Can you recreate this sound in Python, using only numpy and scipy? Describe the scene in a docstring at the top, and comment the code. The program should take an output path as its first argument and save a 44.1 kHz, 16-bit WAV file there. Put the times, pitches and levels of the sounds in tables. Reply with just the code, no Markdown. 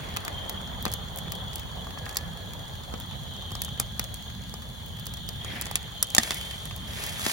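"""Brush fire at night, close to a stereo microphone pair.

Turbulent flames rumble and flutter. Sap pockets burst with sharp pops, branches give way with a
knock, one thick log splits. Flare-ups bring a rush of gas, a hiss of steam and snapping embers.
Crickets trill by wing strokes: a few near, a blurred chorus far off. Behind them are shriller
small insects and a thin whine."""
import sys
import numpy as np
from scipy import signal
from scipy.fft import rfft, irfft
from scipy.io import wavfile
from scipy.ndimage import uniform_filter1d

SR = 44100
rng = np.random.default_rng(int(sys.argv[2]) if len(sys.argv) > 2 else 0)


def store_wav(level_fs):
    """Save 16-bit WAV to argv[1]."""
    pcm = np.round(np.clip(np.atleast_2d(level_fs), -1, 1) * 32767)
    wavfile.write(sys.argv[1], SR, pcm.T.astype(np.int16))


N = 322923
TIME_S = np.arange(N) / SR
FIRE_LAG_MS = .184  # fire on the right: left mic lags
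STROKES_PER_S, STROKE_SPREAD_PER_S = 30.5, 1.43  # cricket wings: mean, spread between singers

# Flame and steam noise spectra. Each row: frequency in Hz, relative density in dB.
RUMBLE_SPECTRUM = [(15, -48), (25, -29), (50, 1), (80, -1), (130, -4), (190, -7), (260, -16), (400, -37),
                   (900, -104)]
FLUTTER_SPECTRUM = [(120, -34), (280, -4.5), (460, 2.5), (850, 3), (1250, -3), (2000, -8.5), (4000, -137)]
RUSH_SPECTRUM = [(700, 3), (1300, -1.5), (1750, 8), (2100, 7.5), (2600, 3), (4200, -5), (5200, -6),
                 (9000, -103)]
JET_SPECTRUM = [(200, -25), (600, -6), (2000, -2), (4000, -1), (5500, -3.5), (7200, 0), (9000, -4),
                (11000, -1.5), (13500, -8.5), (16000, -9.5)]
SIZZLE_SPECTRUM = [(300, -1), (2600, -3), (4200, 0), (5500, -4), (7000, 1), (9000, -3), (11000, -2),
                   (14500, 2.5), (16000, 2)]
# Flame envelopes. Each row: time in seconds, level in dB.
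RUMBLE_LEVELS = [(0, -38), (.25, -39), (.65, -37.5), (1.5, -37.5), (2.02, -38.5), (2.14, -44), (2.3, -38.5),
                 (3.1, -39.5), (3.7, -38), (4.8, -40.5), (5.2, -38), (5.9, -41.5), (6.55, -43),
                 (6.85, -37.5), (7.1, -40.5), (7.32, -44)]
FLUTTER_LEVELS = [(0, -42), (1.9, -45.5), (2.9, -46.5), (4.2, -51), (5.2, -51), (7.32, -48)]
# Flare-ups. Each row: crest time, rise and fall in seconds, gas level and steam level in dB.
FLARES = [(0.017, 0.33, 0.57, -46.5, -59.5), (2.12, 0.1, 0.15, -53.5, -59.5),
          (5.566, 0.15, 0.22, -40.5, -52), (6.25, 0.089, .26, -41.5, -39), (7.05, .15, .16, -39, -40),
          (7.32, 0.13, .2, -39.5, -32.5)]
# Loudest sap bursts. Each row: start in seconds, level over 10 ms in dB, then woody body,
# 2.5 kHz bite and 13.5 kHz top as tone gains in dB, centre of the pop's broad tone peak in Hz,
# tear time in ms.
POPS = [(0.1642, -31, 6, 6, 2, 1400, 1.1), (0.1697, -27.5, 3, 0, -2, 2600, 0.67),
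        (0.25, -34.5, 0, -8, -2, 15000, 0.49), (0.2607, -51, 18, 0, 0, 6400, 0.7),
        (0.28, -30, 10.5, 6, -1.5, 1600, 1), (0.4956, -28.5, 0, -1, 2, 15000, 0.67),
        (0.6134, -51, 14, 7, 3, 8800, 0.7), (0.826, -34, -3, -2, 11, 15000, 0.46),
        (0.8533, -25, 11, -1, 3, 4470, 0.69), (0.8803, -39, 0, 0, -4, 1600, 0.65),
        (0.917, -36, -5, -9, -2, 15000, 0.54), (0.9256, -38, -7, -7, 0, 3400, 0.63),
        (0.938, -26.5, -3, -12, 4.5, 13300, 0.75), (1.1605, -34, 6, -5, 17, 8800, 0.37),
        (1.1742, -37, -1, -3, 11, 8800, 0.6), (1.186, -33, -6, 5, 12, 8800, 1.7),
        (1.2814, -44, 10, 8, -8, 3800, 0.7), (1.3203, -30.5, 0, 3, 2, 15000, 0.3),
        (1.3527, -40, -5, -4, 3, 3400, 0.6), (1.5306, -45, 10, -1, -23, 5200, 0.54),
        (1.5575, -31.5, 0, -1, 9.5, 8900, 0.64), (1.596, -38, 3, 8, 11, 5200, 1.1),
        (1.8688, -38.5, 34, 8, -9, 4700, 1.3), (1.9064, -42.5, 13, 9, -1, 5200, 0.7),
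        (1.9746, -38.5, 30, 14, 0, 2200, 0.9), (2.056, -43.5, -4, 0, -7, 4200, 0.58),
        (2.0632, -37, 15.5, 10, -2.5, 1500, 3.5), (2.0916, -37, -2, 4, -8, 13500, 3.7),
        (2.147, -42.5, 3, 2, 9, 7900, 0.55), (2.1582, -36, 10, -1, -6.5, 5800, 0.7),
        (2.1692, -21.5, -4, -8, 4.5, 4660, 1.1), (2.1868, -42.5, 0, 2, 4, 1800, 0.7),
        (2.5348, -41, 5, 0, -3, 15000, 1), (2.9388, -39, 15, -2, -17, 4200, 1),
        (3.0006, -36.5, 4, 3, 14, 8800, 1), (3.5183, -38.5, 11, -18, -0.5, 2000, 0.67),
        (3.5523, -34.5, 9.5, -7, -3, 5140, 1.1), (3.6185, -26, -4, -2, 1, 15000, 0.4),
        (3.6377, -41, 1, -9, 6, 8800, 0.56), (3.6474, -32.5, -8, -11, 6, 8800, 2.4),
        (3.6823, -42.5, 12, 1, -2.5, 1300, 0.7), (3.7986, -19.5, -1, -8, 6.5, 8800, 2.2),
        (3.809, -42, 4, 1, 0, 8800, 0.7), (3.816, -47, -5, -2, 3, 8800, 0.7),
        (3.9948, -23, 2, 4, 8.5, 6460, 1.9), (4.0414, -36.5, 0, -10, -3, 15000, 0.36),
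        (4.1425, -35.5, -11, -6, 5, 9800, 0.3), (4.5402, -37.0, 10.5, -14, -3.5, 5200, 0.17),
        (4.861, -42, -5, -3, 19, 7900, 0.5), (4.997, -40, 4, -4, 10, 4200, 0.44),
        (5.0567, -42, -10, -5, -2, 15000, 0.6), (5.067, -32, -2, -5, 5, 1300, 1.8),
        (5.137, -38, -12, 1, 6, 7000, 4.6), (5.171, -44, 1, -1, -4, 12100, 0.8),
        (5.289, -32, 2, -6, 3, 4200, 1.9), (5.447, -37, 3.5, -8, -8, 1300, 0.55),
        (5.5814, -46, 20, 14, 0, 1300, 0.7), (5.6126, -27.5, 2, -1, 10, 8800, 0.19),
        (5.6214, -34.5, 0.5, -1, -15.5, 12100, 0.44), (5.6558, -37, 2.5, -6, -9, 15000, 0.76),
        (5.6671, -37, 7, 4, -20, 10900, 0.68), (5.7121, -32, 13, 2, 4, 8800, 2.1),
        (5.756, -20.5, -5.5, 5, -6, 10000, 0.33), (5.7674, -38.5, 6, -3, 5, 4200, 0.62),
        (6.027, -16.5, -5.5, -9, 3, 10100, 0.67), (6.1027, -36, -14, -9, 4, 7900, 0.99),
        (6.149, -16.5, -1.5, -1, 5, 7300, 0.58), (6.1659, -28, 3.5, -3, -13.5, 12100, 0.56),
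        (6.1818, -11.5, -8, -10.5, -14.5, 1880, 1.6), (6.233, -27, -6, -2, -10, 1290, 1.9),
        (6.3075, -24.5, 4, -2, -12, 3500, 0.46), (6.3182, -33, -1, -1, -7, 2700, 0.63),
        (6.3442, -32, -10, -6, 8, 8800, 0.7), (6.4117, -37, -12, 3, 4, 2700, 0.7),
        (6.5105, -37.5, -1, 13, -2, 4200, 0.87), (6.6548, -37, -2, 7, 4, 9900, 1),
        (6.7105, -39.0, 11, 12, -22, 5200, 0.7), (6.763, -37, -8, 7, 12, 8900, 1.1),
        (7.0197, -43, -1, 6, -8, 2000, 0.61), (7.038, -32.5, 3, -6, -4, 15000, 1.4),
        (7.0642, -33, -6, -6, 9, 7900, 1.3), (7.0752, -44, -2, 11, 3, 2500, 0.63),
        (7.1953, -35, 7, -1, 0, 1300, 0.7), (7.2647, -25, 14, 11, -12, 5200, 0.71)]
# Pop bearing: dull from the heart of the pile, bright from its right edge.
# Each row: top minus any body boost in dB, left mic lag in ms.
BEARINGS = [(-19, -.095), (-11, .188)]
# Hollows between the sticks. Each row: resonance in Hz, width in Hz, gain in dB.
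HOLLOWS = [(834, 83, 0), (1200, 140, 2), (1850, 130, 2.5), (2680, 140, -2), (3600, 300, -1),
           (4600, 350, -4), (7010, 650, -1.5)]
# Branches giving way. Each row: start in seconds, level over 10 ms in dB, tilt in dB per octave.
THUDS = [(0.8638, -26.5, -3), (2.9387, -32.5, -7), (3.8, -31, -2), (3.9964, -36, -6), (6.147, -36, 10),
         (7.266, -27, -5.5)]
# The log splitting: start in seconds, level over 10 ms in dB.
LOG_SPLIT = (6.1828, -19)
# Wood modes. Each row: frequency in Hz, relative level in dB, T60 in seconds.
BRANCH_MODES = [(208, 3.5, 0.028), (452, 2, 0.016), (820, 5.5, 0.015), (1160, 1.5, 0.011),
                (1380, -8, 0.017), (1900, -14, .025), (2460, 4.5, 0.022)]
LOG_MODES = [(223, 7.5, 0.047), (302, 1, 0.06), (525, -27, .04), (727, 9.5, 0.028), (1290, 8, 0.021),
             (1790, 14.5, 0.019), (1830, -8, .025), (3550, 17.5, 0.023)]
# Short echoes of each crack. 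Each row: delay in ms, gain in dB.
SHORT_ECHOES = [(13.2, -20), (14.6, -23), (17.3, -16.5)]
# Near crickets. Each row: start and end in seconds, pitch in Hz, level in dB.
TRILLS = [(0, 0.304, 3340, -58), (0.299, 0.616, 3205, -44.5), (0.548, 1.046, 3426, -52.5),
          (.598, 0.86, 3200, -51.5), (1.17, 1.56, 3345, -47.5), (1.6, 2.104, 3337, -54),
          (2.28, 2.794, 3310, -53.5), (3.048, 3.42, 4010, -61), (3.273, 3.833, 3110, -52.5),
          (3.298, 3.8, 3700, -56.5), (3.281, 3.835, 3250, -53.5), (3.858, 4.082, 3370, -52),
          (5.366, 5.563, 3240, -48.5), (5.922, 6.16, 3143, -48), (6.32, 6.583, 3140, -47.5)]
# Far insect spectra. Each row: frequency in Hz, relative density in dB.
CHORUS_SPECTRUM = [(2500, -34), (2900, -7), (3100, 0), (3350, -5.5), (3550, 1), (3750, -8), (4100, -11),
                   (5000, -68)]
SHRILL_SPECTRUM = [(3400, -13), (3800, 2.5), (4250, 8.5), (4600, 0.5), (5100, -24.5), (6700, 5.5),
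                   (8000, -45)]
# Background envelopes. Each row: time in seconds, level in dB.
CHORUS_LEVELS = [(0, -48), (1.4, -46.5), (2.2, -49.5), (2.7, -49.5), (3.4, -45.5), (4.7, -49.5),
                 (5.35, -45), (5.8, -48), (6.3, -43.5), (6.8, -46), (7.32, -43)]
SHRILL_LEVELS = [(0, -53), (2.7, -54), (3.3, -54), (4.2, -52), (4.9, -55.5), (6.4, -52), (7.32, -53)]
WHINE_LEVELS = [(0, -73.5), (1.55, -68.5), (1.7, -63.5), (2.0, -55.5), (2.22, -53), (2.36, -57.5),
                (2.7, -59.5), (2.85, -68.5), (3.4, -65.5), (3.6, -62.5), (4.6, -63), (5.4, -63.5),
                (6, -74.5), (7.32, -65)]


def flames(gas_gain, calm_rush_db=-58, flare_flutter_db=-20):
    """Burning gas: deep billowing, mid flutter, brighter rush. Flare-ups drive the last two."""
    rumble = noise(RUMBLE_SPECTRUM, coherence=.66, patchy_db=1.88, flicker_db=.75, size=2048)
    flutter = noise(FLUTTER_SPECTRUM, coherence=.08, patchy_db=2.3, flicker_db=1)
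    rush = noise(RUSH_SPECTRUM, coherence=.24, patchy_db=2, flicker_db=1.5)
    rumble *= envelope(RUMBLE_LEVELS)
    flutter *= np.hypot(envelope(FLUTTER_LEVELS), gain(flare_flutter_db) * gas_gain)
    rush *= np.hypot(gain(calm_rush_db), gas_gain)
    return (rumble + flutter + rush) * gain([[-.6], [.6]])


def flare_gains():
    """Gas and steam gains: each flare-up swells and dies away; overlaps sum in power."""
    power = np.zeros((2, N))
    for crest_s, rise_s, fall_s, gas_db, steam_db in FLARES:
        t = TIME_S - crest_s
        swell = np.exp(-np.where(t < 0, (t / rise_s) ** 2, abs(t / fall_s)))
        power += (gain([[gas_db], [steam_db]]) * swell) ** 2
    return np.sqrt(power)


def pop(db, body_db, bite_db, top_db, peak_hz, tear_ms, lag_ms, peak_q=3.1, peak_db=2.5, size=2048):
    """Fibres tear; hollows and a broad peak colour the crack; the pile scatters it to each mic."""
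    ms = np.maximum(np.arange(size) / SR * 1000 - 1, 0)  # 1 ms lead-in
    hz = np.fft.rfftfreq(size, 1 / SR)
    tear, *scatter = rng.standard_normal((3, size))
    tear *= (1 - np.exp(-ms / .02)) * np.exp(-(ms / (1.3 * tear_ms)) ** 2)
    crack = rfft(unit_rms(tear))
    crack *= np.sqrt(size / uniform_filter1d(abs(crack) ** 2, size=110))  # whiten
    mic_delays = np.exp(-2j * np.pi * hz * np.array([[lag_ms], [0]]) / 1000)
    echoes = rfft(unit_rms(np.array(scatter) * (1 - np.exp(-ms / .7)) * np.exp(-ms / 3.3)))
    echoes *= gain(spectrum_db([(5000, -1.5), (14000, -8)], hz))  # lows linger in the pile
    detune = 1 + .035 * rng.standard_normal()
    hollows = 1 + sum(gain(ring_db) / (1 + 2j * (hz - centre_hz * detune) / width_hz)
                      for centre_hz, width_hz, ring_db in HOLLOWS)
    peak = 1 + gain(peak_db) / (1 + 2j * peak_q * (hz / peak_hz - 1))
    colour = [(100, body_db - 12), (400, body_db - 3), (1000, body_db - 2.5), (2500, bite_db),
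              (5000, 0), (9000, 0), (13500, top_db), (16000, top_db + .5)]
    spectrum = (crack * mic_delays + echoes) * hollows * peak * gain(spectrum_db(colour, hz))
    return at_level_10ms(irfft(spectrum), db)


def twig_hz(thinness, low_hz=1800, high_hz=11000):
    """Thinner twigs have a higher tone peak."""
    return low_hz * (high_hz / low_hz) ** thinness


def crackle(tick_floor_db=-54, spread_db=3.4, triggered_share=.25, ticks=240):
    """Loud sap pops, plus twig ticks deeper in the pile, some set off by a pop."""
    out = np.zeros((2, N))
    for start_s, db, body_db, bite_db, top_db, peak_hz, tear_ms in POPS:
        lag_ms = np.interp(top_db - max(body_db, 0), *np.transpose(BEARINGS))
        add(out, start_s - .001, pop(db, body_db, bite_db, top_db, peak_hz, tear_ms, lag_ms))
    for k, (place, wait, strength, dull, thinness) in enumerate(rng.random((ticks, 5))):
        if wait < triggered_share:
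            start_s = POPS[int(place * len(POPS))][0] + wait ** 2
        else:
            start_s = (k + place) / ticks * N / SR
        db = tick_floor_db + spread_db * min(-np.log(1 - strength), 2.6)
        tick = pop(db, body_db=16 * dull - 3, bite_db=9 * dull - 3, top_db=3 - 12 * dull,
                   peak_hz=twig_hz(thinness), tear_ms=.58, lag_ms=FIRE_LAG_MS)
        add(out, start_s, tick)
    return out


def branch_thuds(scrape_db=-7, scrape_s=.0085, size=4096):
    """Branches give way: a dry modal knock and a brief scrape."""
    out, t = np.zeros((2, N)), np.arange(size) / SR
    for start_s, db, tilt_db in THUDS:
        length_ratio = rng.uniform(.95, 1.05)
        knock = np.zeros((2, size))
        for k, (hz, mode_db, t60_s) in enumerate(BRANCH_MODES):
            phase = rng.uniform(-1.36, 1, (2, 1)) + np.pi * k
            decay = gain(mode_db + tilt_db * np.log2(hz) - 60 * t / t60_s)
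            knock += decay * np.sin(2 * np.pi * hz / length_ratio * t + phase)
        scrape = butterworth(rng.standard_normal((2, size)), 2, 2000) * np.exp(-t / scrape_s)
        add(out, start_s, at_level_10ms(unit_rms(knock) + gain(scrape_db) * unit_rms(scrape), db))
    return out


def log_split(size=4096):
    """A thick log cracks open with the loudest pop and rings briefly."""
    out, t = np.zeros((2, N)), np.arange(size) / SR
    start_s, db = LOG_SPLIT
    ring = np.zeros((2, size))
    for hz, mode_db, t60_s in LOG_MODES:
        phase = rng.uniform(-.67, 1, (2, 1))
        ring += gain(mode_db - 60 * t / t60_s) * np.sin(2 * np.pi * hz * t + phase)
    add(out, start_s, at_level_10ms(ring, db))
    return out


def steam(jet_gain, spits_per_s=1500, spit_db=-4, clump_db=4, sizzle_db=-52.5):
    """A jet from burst wood, full of tiny spits, over a faint even sizzle."""
    jet = noise(JET_SPECTRUM, coherence=.88, patchy_db=.8, flicker_db=.9, lag_ms=FIRE_LAG_MS, size=256)
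    spits = rng.standard_normal(N) * (rng.random(N) < spits_per_s / SR)
    spits *= gain(clump_db * drift(48))
    spits = unit_rms(butterworth(spits, 1, [1500, 11000], "band"))
    spits = np.array([np.roll(spits, round(FIRE_LAG_MS * SR / 1000)), spits])
    sizzle = noise(SIZZLE_SPECTRUM, coherence=.8, patchy_db=.9, flicker_db=.6,
                   lag_ms=FIRE_LAG_MS, size=256)
    return (jet + gain(spit_db) * spits) * jet_gain + gain(sizzle_db) * sizzle


def embers(jet_gain, floor_re_jet_db=-4.5, spread_db=1.8, count=80):
    """Embers snap in the steam jet: denser and louder the harder it blows."""
    out = np.zeros((2, N))
    jet_share = np.cumsum(jet_gain) / np.sum(jet_gain)
    for when, strength, dull, bearing, thinness in rng.random((count, 5)):
        at = min(np.searchsorted(jet_share, when), N - 1)
        db = floor_re_jet_db + 20 * np.log10(jet_gain[at]) + spread_db * min(-np.log(1 - strength), 3)
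        snap = pop(db, body_db=14 * dull - 4, bite_db=12 * dull - 2, top_db=-8 * dull,
                   peak_hz=twig_hz(thinness), tear_ms=.86, lag_ms=FIRE_LAG_MS * bearing)
        add(out, at / SR, snap)
    return out


def trill(size, hz, strokes_per_s, sag=.03, jitter=.008, uneven_db=1.8, fade_s=.045):
    """Each wing stroke is a short tone sagging in pitch; strokes vary in pitch and force."""
    stroke, progress = np.divmod(np.arange(size) * strokes_per_s / SR, 1)
    detune, force = rng.standard_normal((128, 2))[stroke.astype(int) % 128].T
    cycles = np.cumsum(hz * (1 + jitter * detune - sag * (progress - .5))) / SR
    tone = np.sin(2 * np.pi * (cycles + rng.uniform(-.23, .17, (2, 1))))
    pulses = np.sin(np.pi * progress) ** 2 * gain(uneven_db * force)
    return unit_rms(tone * pulses * signal.windows.tukey(size, 2 * fade_s * SR / size))


def near_crickets(rasp_depth=.4):
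    """A few singers and their echo; the wing file catches unevenly and rasps."""
    out = np.zeros((2, N))
    rasp = 1 + rasp_depth * drift(290)
    for start_s, end_s, hz, db in TRILLS:
        singing = (TIME_S > start_s) & (TIME_S < end_s)
        song = trill(singing.sum(), hz, rng.normal(STROKES_PER_S, STROKE_SPREAD_PER_S))
        add(out, start_s, gain(db) * song * rasp[singing])
    return out + gain(-3) * outdoor_echo(out, t60_s=.3)


def cricket_chorus(mean_hz=3345, spread_hz=105, count=200):
    """Half-second trills all around; the farthest blur into noise."""
    crowd = np.zeros((2, N))
    for start_s in np.linspace(-.5, N / SR, count):
        pitch, pace, side = rng.standard_normal(3)
        song = trill(SR // 2, mean_hz + spread_hz * pitch, STROKES_PER_S + STROKE_SPREAD_PER_S * pace)
        add(crowd, start_s, song * [[1], [np.sign(side)]])  # some bearings arrive in antiphase
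    blur = noise(CHORUS_SPECTRUM, coherence=.024, patchy_db=2.5, flicker_db=2, size=1024)
    return (gain(.5) * unit_rms(crowd) + gain(-2) * blur) * envelope(CHORUS_LEVELS)


def small_insects():
    """Far, shrill insects merged into two bands of noise."""
    shrill = noise(SHRILL_SPECTRUM, coherence=.041, patchy_db=1.8, flicker_db=.8, size=1024)
    return shrill * envelope(SHRILL_LEVELS)


def whine(base_hz=1643, waver=.013, pitch_rise=.035, shake_db=3.5):
    """A thin, distant tone that wavers and rises slightly as it swells."""
    swell = envelope(WHINE_LEVELS)
    hz = base_hz * (1 + waver * drift(34) + pitch_rise * (swell / swell.max()) ** 2)
    tone = np.sin(2 * np.pi * np.cumsum(hz) / SR)[None] * gain(shake_db * drift(25))
    return unit_rms(tone + gain(-6) * outdoor_echo(tone, t60_s=.3)) * swell


def wood_echo(wood):
    """Each crack returns in a few short, dull echoes; leaves and soil add a faint, dull tail."""
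    dulled = butterworth(wood, 1, 3500)
    echo = gain(-20) * outdoor_echo(dulled, t60_s=.22)
    for delay_ms, db in SHORT_ECHOES:
        add(echo, delay_ms / 1000, gain(db) * dulled)
    return echo


def outdoor_echo(x, t60_s, tap_share=.06, predelay_s=.004):
    """Sparse reflections off ground and trees."""
    t = np.arange(SR // 2) / SR
    taps = rng.standard_normal((2, len(t))) * (rng.random((2, len(t))) < tap_share)
    taps *= gain(-60 * t / t60_s) * (t > predelay_s)
    return signal.oaconvolve(x, taps / np.linalg.norm(taps[0]), axes=1)[:, :N]


def noise(spectrum, coherence, patchy_db, flicker_db, lag_ms=0, size=512):
    """Turbulent stereo noise, unit RMS: drifting spectral patches and a broadband flicker."""
    frames, hz = 4 * N // size + 6, np.fft.rfftfreq(size, 1 / SR)
    right_re, right_im, own_re, own_im, patches = rng.standard_normal((5, frames, len(hz)))
    patches = uniform_filter1d(patches, size=10, axis=0)
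    patches = unit_rms(uniform_filter1d(patches, size=5, axis=1))
    flicker = unit_rms(uniform_filter1d(rng.standard_normal((frames, 1)), size=5, axis=0))
    right = right_re + 1j * right_im
    shared = coherence * right * np.exp(-2j * np.pi * hz * lag_ms / 1000)
    left = shared + np.sqrt(1 - coherence ** 2) * (own_re + 1j * own_im)
    shape = gain(spectrum_db(spectrum, hz) + patchy_db * patches + flicker_db * flicker)
    bins = np.array([left, right]) * shape
    _, sound = signal.istft(bins.swapaxes(1, 2), nperseg=size, noverlap=size - size // 4)
    return unit_rms(sound[:, :N])


def drift(bandwidth_hz):
    """Smooth random curve, unit RMS."""
    lowpass = np.exp(-(np.fft.rfftfreq(N, 1 / SR) / bandwidth_hz) ** 2)
    return unit_rms(irfft(rfft(rng.standard_normal(N)) * lowpass, N))


def gain(db):
    return 10 ** (np.asarray(db) / 20)


def unit_rms(x):
    return x / np.sqrt(np.mean(x ** 2) + 1e-20)


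def at_level_10ms(burst, db):
    """Scale to the energy of 10 ms at this level."""
    return gain(db) * unit_rms(burst) * np.sqrt(.01 * SR / burst.shape[1])


def spectrum_db(rows, hz):
    """Interpolate over log frequency."""
    row_hz, row_db = np.transpose(rows)
    return np.interp(np.log(hz + 1), np.log(row_hz + 1), row_db)


def envelope(rows):
    """Per-sample gain from a dB curve."""
    return gain(np.interp(TIME_S, *np.transpose(rows)))


def butterworth(x, order, hz, kind="low"):
    return signal.sosfilt(signal.butter(order, hz, kind, fs=SR, output="sos"), x)


def add(mix, start_s, sound):
    """Mix in place, cropped at both ends."""
    at = round(start_s * SR)
    part, sound = mix[:, max(at, 0):], sound[:, max(-at, 0):]
    part[:, :sound.shape[1]] += sound[:, :part.shape[1]]


def scene(calm_steam_db=-60):
    """Fire and insects in the open."""
    gas_gain, steam_gain = flare_gains()
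    jet_gain = np.hypot(gain(calm_steam_db), steam_gain)
    wood = crackle() + embers(jet_gain) + branch_thuds() + log_split()
    fire = wood + wood_echo(wood) + flames(gas_gain) + steam(jet_gain)
    return fire + near_crickets() + cricket_chorus() + small_insects() + whine()


def record(dry, low_cut_hz=36, clip_level=.9, band_limit_hz=16100):
    """Mic bass roll-off, input overload on the loudest pops, then the band limit."""
    clipped = np.clip(butterworth(dry, 3, low_cut_hz, "high"), -clip_level, clip_level)
    lowpass = signal.firwin(255, band_limit_hz, window=("kaiser", 8), fs=SR)
    return signal.oaconvolve(clipped, lowpass[None], "same")


dry = scene()
out = record(dry)
store_wav(out)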